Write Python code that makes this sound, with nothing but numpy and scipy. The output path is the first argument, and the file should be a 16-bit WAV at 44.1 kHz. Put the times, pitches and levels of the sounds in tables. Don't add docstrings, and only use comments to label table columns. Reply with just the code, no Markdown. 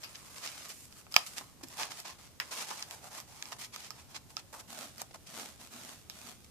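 import sys
import numpy as np
from scipy import signal
from scipy.fft import rfft, irfft
from scipy.io import wavfile
from scipy.ndimage import uniform_filter1d

SR = 44100
rng = np.random.default_rng(int(sys.argv[2]) if len(sys.argv) > 2 else 0)


def digitize_waveform(pressure):
    field = np.atleast_2d(pressure).T
    bounded = np.clip(field, -1, 1)
    quanta = np.round(bounded * 32767).astype(np.int16)
    wavfile.write(sys.argv[1], SR, quanta)


N = 286672
T = np.arange(N) / SR
HZ = np.maximum(np.arange(N // 2 + 1) * SR / N, 1)
BODY_HZ, AIR_HZ = 1600, 7000
LET_GO_S = 4.66


def from_db(db):
    return 10 ** (np.asarray(db) / 20)


def rms_one(x):
    return x / np.sqrt(np.mean(x ** 2) + 1e-20)


def over_hz(points):
    hz, value = np.transpose(points)
    return np.interp(np.log(HZ), np.log(hz), value)


def cut(x, hz, kind, order=2):
    return signal.sosfilt(signal.butter(order, hz, kind, fs=SR, output="sos"), x + 1e-18)


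def resonator(hz, width_hz):
    r = np.exp(-np.pi * width_hz / SR)
    return np.array([1, 0, -1]) * (1 - r * r) / 2, [1, -2 * r * np.cos(2 * np.pi * hz / SR), r * r]


def resonate(x, hz, width_hz):
    return signal.lfilter(*resonator(hz, width_hz), x + 1e-18)


def drift(rate_hz):
    return rms_one(irfft(rfft(rng.standard_normal(N)) / (1 + (HZ / rate_hz) ** 2), N))


def swell(s, half_s, rise=0.89, fall=2.23):
    return np.exp(-.5 * ((T - s) / (half_s * np.where(T < s, rise, fall))) ** 2)


def stroke_gain(s, length_s, db, growth_db, attack_s, release_db_per_s):
    age = T - s
    held_db = db + growth_db * (np.clip(age / length_s, 0, 1) - .5)
    faded_db = release_db_per_s * np.clip(age - length_s, 0, 1)
    return np.clip(age / attack_s + .5, 0, 1) * from_db(held_db - faded_db)


# f/Hz, likeness (0 unrelated, 1 the same)
EAR_LIKENESS = [(60, 0), (290, 0.38), (640, 0.58), (1400, .45), (3000, 0.027), (14000, 0.0025)]
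def stereo_spectrum(pair, tone):
    mid, side = rfft(pair) * from_db(over_hz(tone))
    alike = over_hz(EAR_LIKENESS)
    return np.sqrt(1 + alike) * mid + np.sqrt(1 - alike) * side * [[1], [-1]]


# f/Hz, relative level/dB
ROOM_TONE = [(25, -5), (45, 1), (72, 9), (98, 6), (125, 4.5), (180, 1.5), (450, -7.5), (900, -13),
             (1800, -18.5), (6500, -16.5), (14500, -21.5)]
def background():
    noise = rms_one(irfft(stereo_spectrum(rng.standard_normal((2, N)), ROOM_TONE), N))
    hum = from_db(-72 + 2.9 * drift(2.1)) * np.sin(2 * np.pi * 120 * T)
    return from_db(-57.5) * noise + hum


def room_echoes(x, wall_hz=2600, early_db=5, early_s=0.0088, fade_s=0.23):
    t = np.arange(SR // 2) / SR
    early, late = rng.standard_normal((2, 2, len(t))) * np.clip(t / 0.0028 - 1, 0, 1)
    tail = cut(late * from_db(-60 * t / fade_s), wall_hz, "low", order=1)
    echoes = from_db(early_db) * early * np.exp(-t / early_s) + tail
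    echoes /= np.sqrt(np.sum(echoes ** 2, axis=1, keepdims=True))
    return signal.fftconvolve(x, echoes, axes=1)[:, :N]


def friction(hiss, body, air, tone, grains_per_s, grain_db, chatter_db):
    caught = rng.random(N) < grains_per_s / SR
    sizes = caught * from_db(grain_db + 5.16 * np.minimum(rng.exponential(1, N), 4))
    grip = from_db(chatter_db * drift(59))
    grains = sizes * rng.choice([-1, 1], (2, N))
    spectrum = stereo_spectrum((rng.standard_normal((2, N)) + grains) * grip, tone)
    low, high = 1 / (1 + (HZ / BODY_HZ) ** 8), 1 / (1 + (AIR_HZ / HZ) ** 8)
    bands = [(body, low), (hiss, 1 - low - high), (air, high)]
    return sum(gain * rms_one(irfft(spectrum * share, N)) for gain, share in bands)


def fine_crackle(hiss, per_s=78, boost_db=20, above_hz=5700):
    ticks = (rng.random(N) < per_s / SR) * from_db(boost_db) * hiss
    return cut(ticks * rng.uniform(-1, 1, (2, N)), above_hz, "high")


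def palm_echo(x, lag_s=0.001253, bounce_db=-12):
    lag = lag_s * from_db(2.35 * drift(1.9))
    echo = np.array([np.interp(T - lag, T, side) for side in x])
    bounce = from_db(bounce_db)
    return (x + bounce * echo) / np.hypot(1, bounce)


# t/s, f/Hz
HOLLOW_PITCH = [(0, 1180), (1.4, 1180), (1.8, 945), (2.55, 1010), (2.72, 694), (3.2, 700), (3.5, 970),
                (4.6, 920)]
def cupped_hands(x, width_hz=300, ring_db=-4.5, block=512):
    pitch = np.interp(T, *np.transpose(HOLLOW_PITCH))
    ring, state = np.zeros_like(x), np.zeros((2, 2))
    for i in range(0, N, block):
        span = slice(i, i + block)
        ring[:, span], state = signal.lfilter(*resonator(pitch[i], width_hz), x[:, span], zi=state)
    return x + from_db(ring_db) * ring


# f/Hz, relative level/dB
SKIN_TONE = [(150, -14), (280, -6.5), (420, -7.5), (650, -3.5), (1150, -2.5), (1550, -5), (2300, -2.5),
             (3600, -4.5), (5000, -2), (7000, -3), (10000, -7.5), (14500, -14)]
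# t/s, length/s, level/dB, growth/dB, body/dB, air/dB
HAND_STROKES = [(0.004, 0.51, -55.5, 3.5, -0.5, 1), (0.359, 0.31, -49.5, 2, -4, -3.5),
                (0.71, 0.14, -56.5, 0, -10, 5.5), (0.907, 0.089, -59, 5, -2, 2.5),
                (1.11, 0.3, -52.5, -1, -4, 1.5), (1.427, 0.078, -62.5, -5, 1.5, 0.5),
                (1.628, 0.17, -54, 16, 0, -1.5), (1.78, 0.041, -36.5, 7, 0, -7),
                (1.904, 0.093, -51.5, 11, -3.5, -1.5), (2.049, 0.07, -45.5, -7.5, -1.5, -9.5),
                (2.184, 0.078, -56, 1, -1, -3.5), (2.4, 0.1, -51.5, -5.5, 0, -3),
                (2.509, 0.12, -40.5, 4.5, -2.5, -3.5), (2.668, 0.16, -45.5, -2.5, -1, -3),
                (2.86, 0.064, -56.5, 7, 2.5, 1), (2.913, 0.075, -52, -10, 2.5, 0),
                (3.015, 0.054, -53.5, 5.5, 5, 0.5), (3.105, 0.082, -50, 10.5, 1, -2),
                (3.275, 0.26, -54.5, 7, 1, -1), (3.587, 0.034, -44.5, 4.5, -5.5, -1.5),
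                (3.724, 0.14, -49, 3.5, -6, -5.5), (3.907, 0.094, -61, 16, 0, -4),
                (4.086, 0.07, -56.5, 1, 1.5, -3), (4.29, 0.014, -56.5, -0.5, 0.5, 0.5),
                (4.528, 0.073, -53, -6, 6, 2)]
def hands(rest_db=-70):
    power = from_db(rest_db) ** 2 * (T < LET_GO_S)
    for *stroke, body_db, air_db in HAND_STROKES:
        gain = stroke_gain(*stroke, attack_s=0.0074, release_db_per_s=281)
        power = power + np.outer(from_db([0, body_db, air_db]), gain) ** 2
    hiss, body, air = np.sqrt(power)
    rub = friction(hiss, from_db(-5) * body, air, SKIN_TONE,
                   grains_per_s=1000, grain_db=2, chatter_db=1.37)
    return from_db(-3.5) * cupped_hands(rub) + fine_crackle(hiss)


# t/s, half length/s, hiss level/dB, body over hiss/dB, air over hiss/dB
GRIP_SLIPS = [(0.035, 0.0033, -46.5, -9, -15), (0.1528, 0.0039, -45, -26, -29),
              (0.444, 0.015, -43, -8.5, -5.5), (0.704, 0.0077, -45.5, -8, -3), (1.172, 0.014, -46, -23, -5),
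              (1.268, 0.0043, -43, -18, 0.5), (1.375, 0.0066, -41, -7.5, -4), (1.414, 0.004, -57, 9.5, -12),
              (1.615, 0.003, -61.5, 7.5, -3), (1.636, 0.0037, -48, -4.5, -1.5),
              (1.912, 0.01, -45, -4.5, -8), (2.522, 0.0045, -45.5, -1.5, -6),
              (2.708, 0.0031, -39.5, -2, -9), (3.523, 0.0044, -42.5, -4, -11),
              (3.643, 0.0053, -42, -24, -7), (3.74, 0.0055, -46, -6.5, -6), (4.156, 0.0059, -41, -9, -9.5),
              (4.379, 0.0084, -49, -9, -7), (4.598, 0.0033, -48.5, -4, -3), (5, 0.0051, -46.5, -7.5, -3),
              (5.018, 0.0029, -55, 8, 4), (5.111, 0.0018, -54, -1, -12.5), (5.146, 0.0044, -51.5, 2, -2.5),
              (5.272, 0.0078, -52, -11, -6), (6.446, 0.0017, -53.5, -9, -3)]
def scuffs():
    gains = sum(np.outer(from_db([db, db + body_db, db + air_db]), swell(s, half_s))
                for s, half_s, db, body_db, air_db in GRIP_SLIPS)
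    return friction(*gains, SKIN_TONE, grains_per_s=900, grain_db=5.5, chatter_db=1.5)


# f/Hz, relative level/dB
FOAM_TONE = [(130, -35), (220, -2), (450, -8), (680, 0.5), (950, -5.5), (1250, -4.5), (1900, -13.5),
             (5200, -13.5), (9000, -7), (14500, -12)]
# t/s, length/s, relative level/dB, growth/dB
SLOT_PUSHES = [(4.688, 0.16, -47.5, 2), (4.962, 0.031, -54.5, 1), (5.277, 0.1348, -49.5, 13),
               (5.463, 0.0414, -52.5, -6), (5.595, 0.053, -52.5, -3.5), (5.715, 0.22, -50, -1),
               (6.11, 0.18, -53.5, 8)]
def foam_slot(rest_db=-67, medium_db=-50, hum_hz=231, octaves_per_db=0.024):
    pushes = [stroke_gain(*push, attack_s=0.033, release_db_per_s=172.5) for push in SLOT_PUSHES]
    rest = from_db(rest_db) * (T >= LET_GO_S)
    hiss = np.hypot(rest, np.linalg.norm(pushes, axis=0))
    effort_db = 20 * np.log10(hiss + 1e-6) - medium_db
    body = hiss * from_db(-5 + 0.29 * effort_db)
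    air = hiss * from_db(-3.5 - 0.05 * effort_db)
    scrape = friction(hiss, body, air, FOAM_TONE, grains_per_s=690, grain_db=7, chatter_db=-0.7)
    pitch = hum_hz * 2 ** (octaves_per_db * effort_db)
    phase = 2 * np.pi * np.cumsum(pitch) / SR
    hum = rms_one(drift(24) * np.cos(phase) + drift(34) * np.sin(phase))
    return from_db(-2) * scrape + from_db(-6) * body * hum + fine_crackle(hiss)


# t/s, level/dB, f/Hz, width/Hz
HOLLOW_KNOCKS = [(1.143, -52, 1300, 250), (1.165, -40.5, 760, 425), (1.634, -48.5, 258, 91),
                 (2.4006, -36, 1690, 1210), (2.7120, -41, 910, 450), (4.367, -52.5, 1340, 60.4),
                 (4.5400, -52, 1110, 550), (5.016, -50, 650, 250)]
def knocks(fade_s=0.11, rattle_db=-22.5):
    out, t = np.zeros((2, N)), np.arange(SR // 5) / SR
    for s, db, hz, width_hz in HOLLOW_KNOCKS:
        force = from_db(rattle_db - 60 * t / fade_s) * rng.standard_normal((2, len(t)))
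        force[:, 0] += 1
        ring = resonate(resonate(force, hz, width_hz), hz, 2 * width_hz)
        opening_level = np.sqrt(np.mean(ring[:, :SR // 50] ** 2))
        i = round(s * SR)
        out[:, i:i + len(t)] += from_db(db) * ring / opening_level
    return out


def clasp_thump(s=1.164, gain_db=-21, tail_s=0.0021, below_hz=620):
    age = np.maximum(T - s, 0) / tail_s
    puff = age * (1 - age / 2) * np.exp(-np.minimum(age, 100))
    return cut(from_db(gain_db) * puff, below_hz, "low")


# f/Hz, width/Hz, relative level/dB
WATCH_NOTES = [(734, 270, -12.5), (1280, 97, -4.5), (1650, 155, -8), (2520, 610, -4), (3310, 810, -5.5),
               (4030, 490, -3.5), (4620, 730, -1.5), (5060, 630, 0.5), (7470, 1100, -13.5),
               (9000, 1500, -22.5), (11400, 190, -10), (13300, 2100, -19.5)]
def watch_ring(force, body_db, treble_db):
    ring = 0
    for k, (hz, width_hz, db) in enumerate(WATCH_NOTES):
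        tone_db = body_db * (hz < BODY_HZ) + treble_db * np.clip(2 * hz / AIR_HZ - 1, 0, 1)
        ring = ring - (-1) ** k * from_db(db + tone_db) * resonate(force, hz, width_hz)
    return ring


# t/s, level/dB, body/dB, treble/dB, share to the room/dB, f/Hz of the struck part
WATCH_HITS = [(0.0377, -31, 2.5, 4.5, 5.5, 2300), (0.1557, -34, -6, -1, -20, 5300),
              (0.4750, -28, -15, -1, -2, 5000), (0.6859, -56, -1, 29, 9, 10800),
              (0.925, -40, -3, 0, -15, 5150), (1.0668, -41, 8, -19, -6, 1320),
              (1.123, -35.5, 2, 9, -17, 4710), (1.1414, -17, 1, -0.5, -7, 1290),
              (1.1640, 1, 1, -5, -12, 2300), (1.6365, -42.5, 8, 16.5, -12, 1190),
              (1.685, -46, -5, 18, -12, 8000), (1.8325, -19, -3, -20, -16, 4800),
              (2.0016, -40, -14, 17, -22, 5000), (2.4, -23.5, 8.5, 6.5, -7, 2060),
              (2.825, -22, -3, -4, -10, 6000), (2.9098, -28.5, -15, 4.5, -16, 810),
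              (3.2016, -40, -8, 15.5, -5, 5900), (3.4248, -21.5, -8, -28, -27, 6200),
              (3.4555, -33, -10, -9, -6, 4900), (3.5211, -33.5, 15, 5.5, -8, 1080),
              (3.7612, -29, 4, 3, -13, 6050), (3.9056, -29.5, 2.5, 5.5, -5, 3240),
              (4.368, -21.5, 2, -9, -14, 5350), (4.981, -36, 11.5, 9, -11, 3210),
              (5.0168, -32, 3, 18, -11, 690), (6.098, -26, -2.5, 2.5, -6, 3430)]
def clicks(grind_db=-13.5, grind_s=0.0012, left_lag_s=0.00014, part_db=-4, part_q=9):
    direct, to_room = np.zeros((2, 2, N))
    t = np.arange(1024) / SR
    for s, db, body_db, treble_db, room_db, part_hz in WATCH_HITS:
        force = from_db(grind_db) * rng.standard_normal((2, len(t))) * np.exp(-t / grind_s)
        force[0, int(left_lag_s * SR)] += 1
        force[1, 0] += 1
        force *= from_db(db)
        ring = watch_ring(force, body_db, treble_db)
        part = from_db(part_db) * resonate(force, part_hz, part_hz / part_q)
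        i = round(s * SR)
        direct[:, i:i + len(t)] += ring + part
        to_room[:, i:i + len(t)] += from_db(room_db) * ring
    return direct, to_room


def scene():
    rubbing = palm_echo(hands() + scuffs() + foam_slot()) * from_db([[-.8], [.7]])
    direct, to_room = clicks()
    watch = direct * from_db([[18.5], [22]]) + knocks() + clasp_thump()
    echoes = room_echoes(from_db(18.5) * to_room + from_db(-17.5) * rubbing)
    return background() + echoes + rubbing + watch


def duck_bass(x, knee_db=-52, bass_hz=109):
    treble_power = uniform_filter1d(np.mean(cut(x, 1000, "high") ** 2, axis=0), SR // 25)
    bass = irfft(rfft(x) / (1 + (HZ / bass_hz) ** 4), N)
    return x - bass * treble_power / (treble_power + from_db(knee_db) ** 2)


def record(dry):
    sound = duck_bass(np.clip(dry, -1, 1))
    top_hz = 14650
    return signal.sosfilt(signal.ellip(12, .2, 95, top_hz, fs=SR, output="sos"), sound)


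dry = scene()
out = record(dry)
digitize_waveform(out)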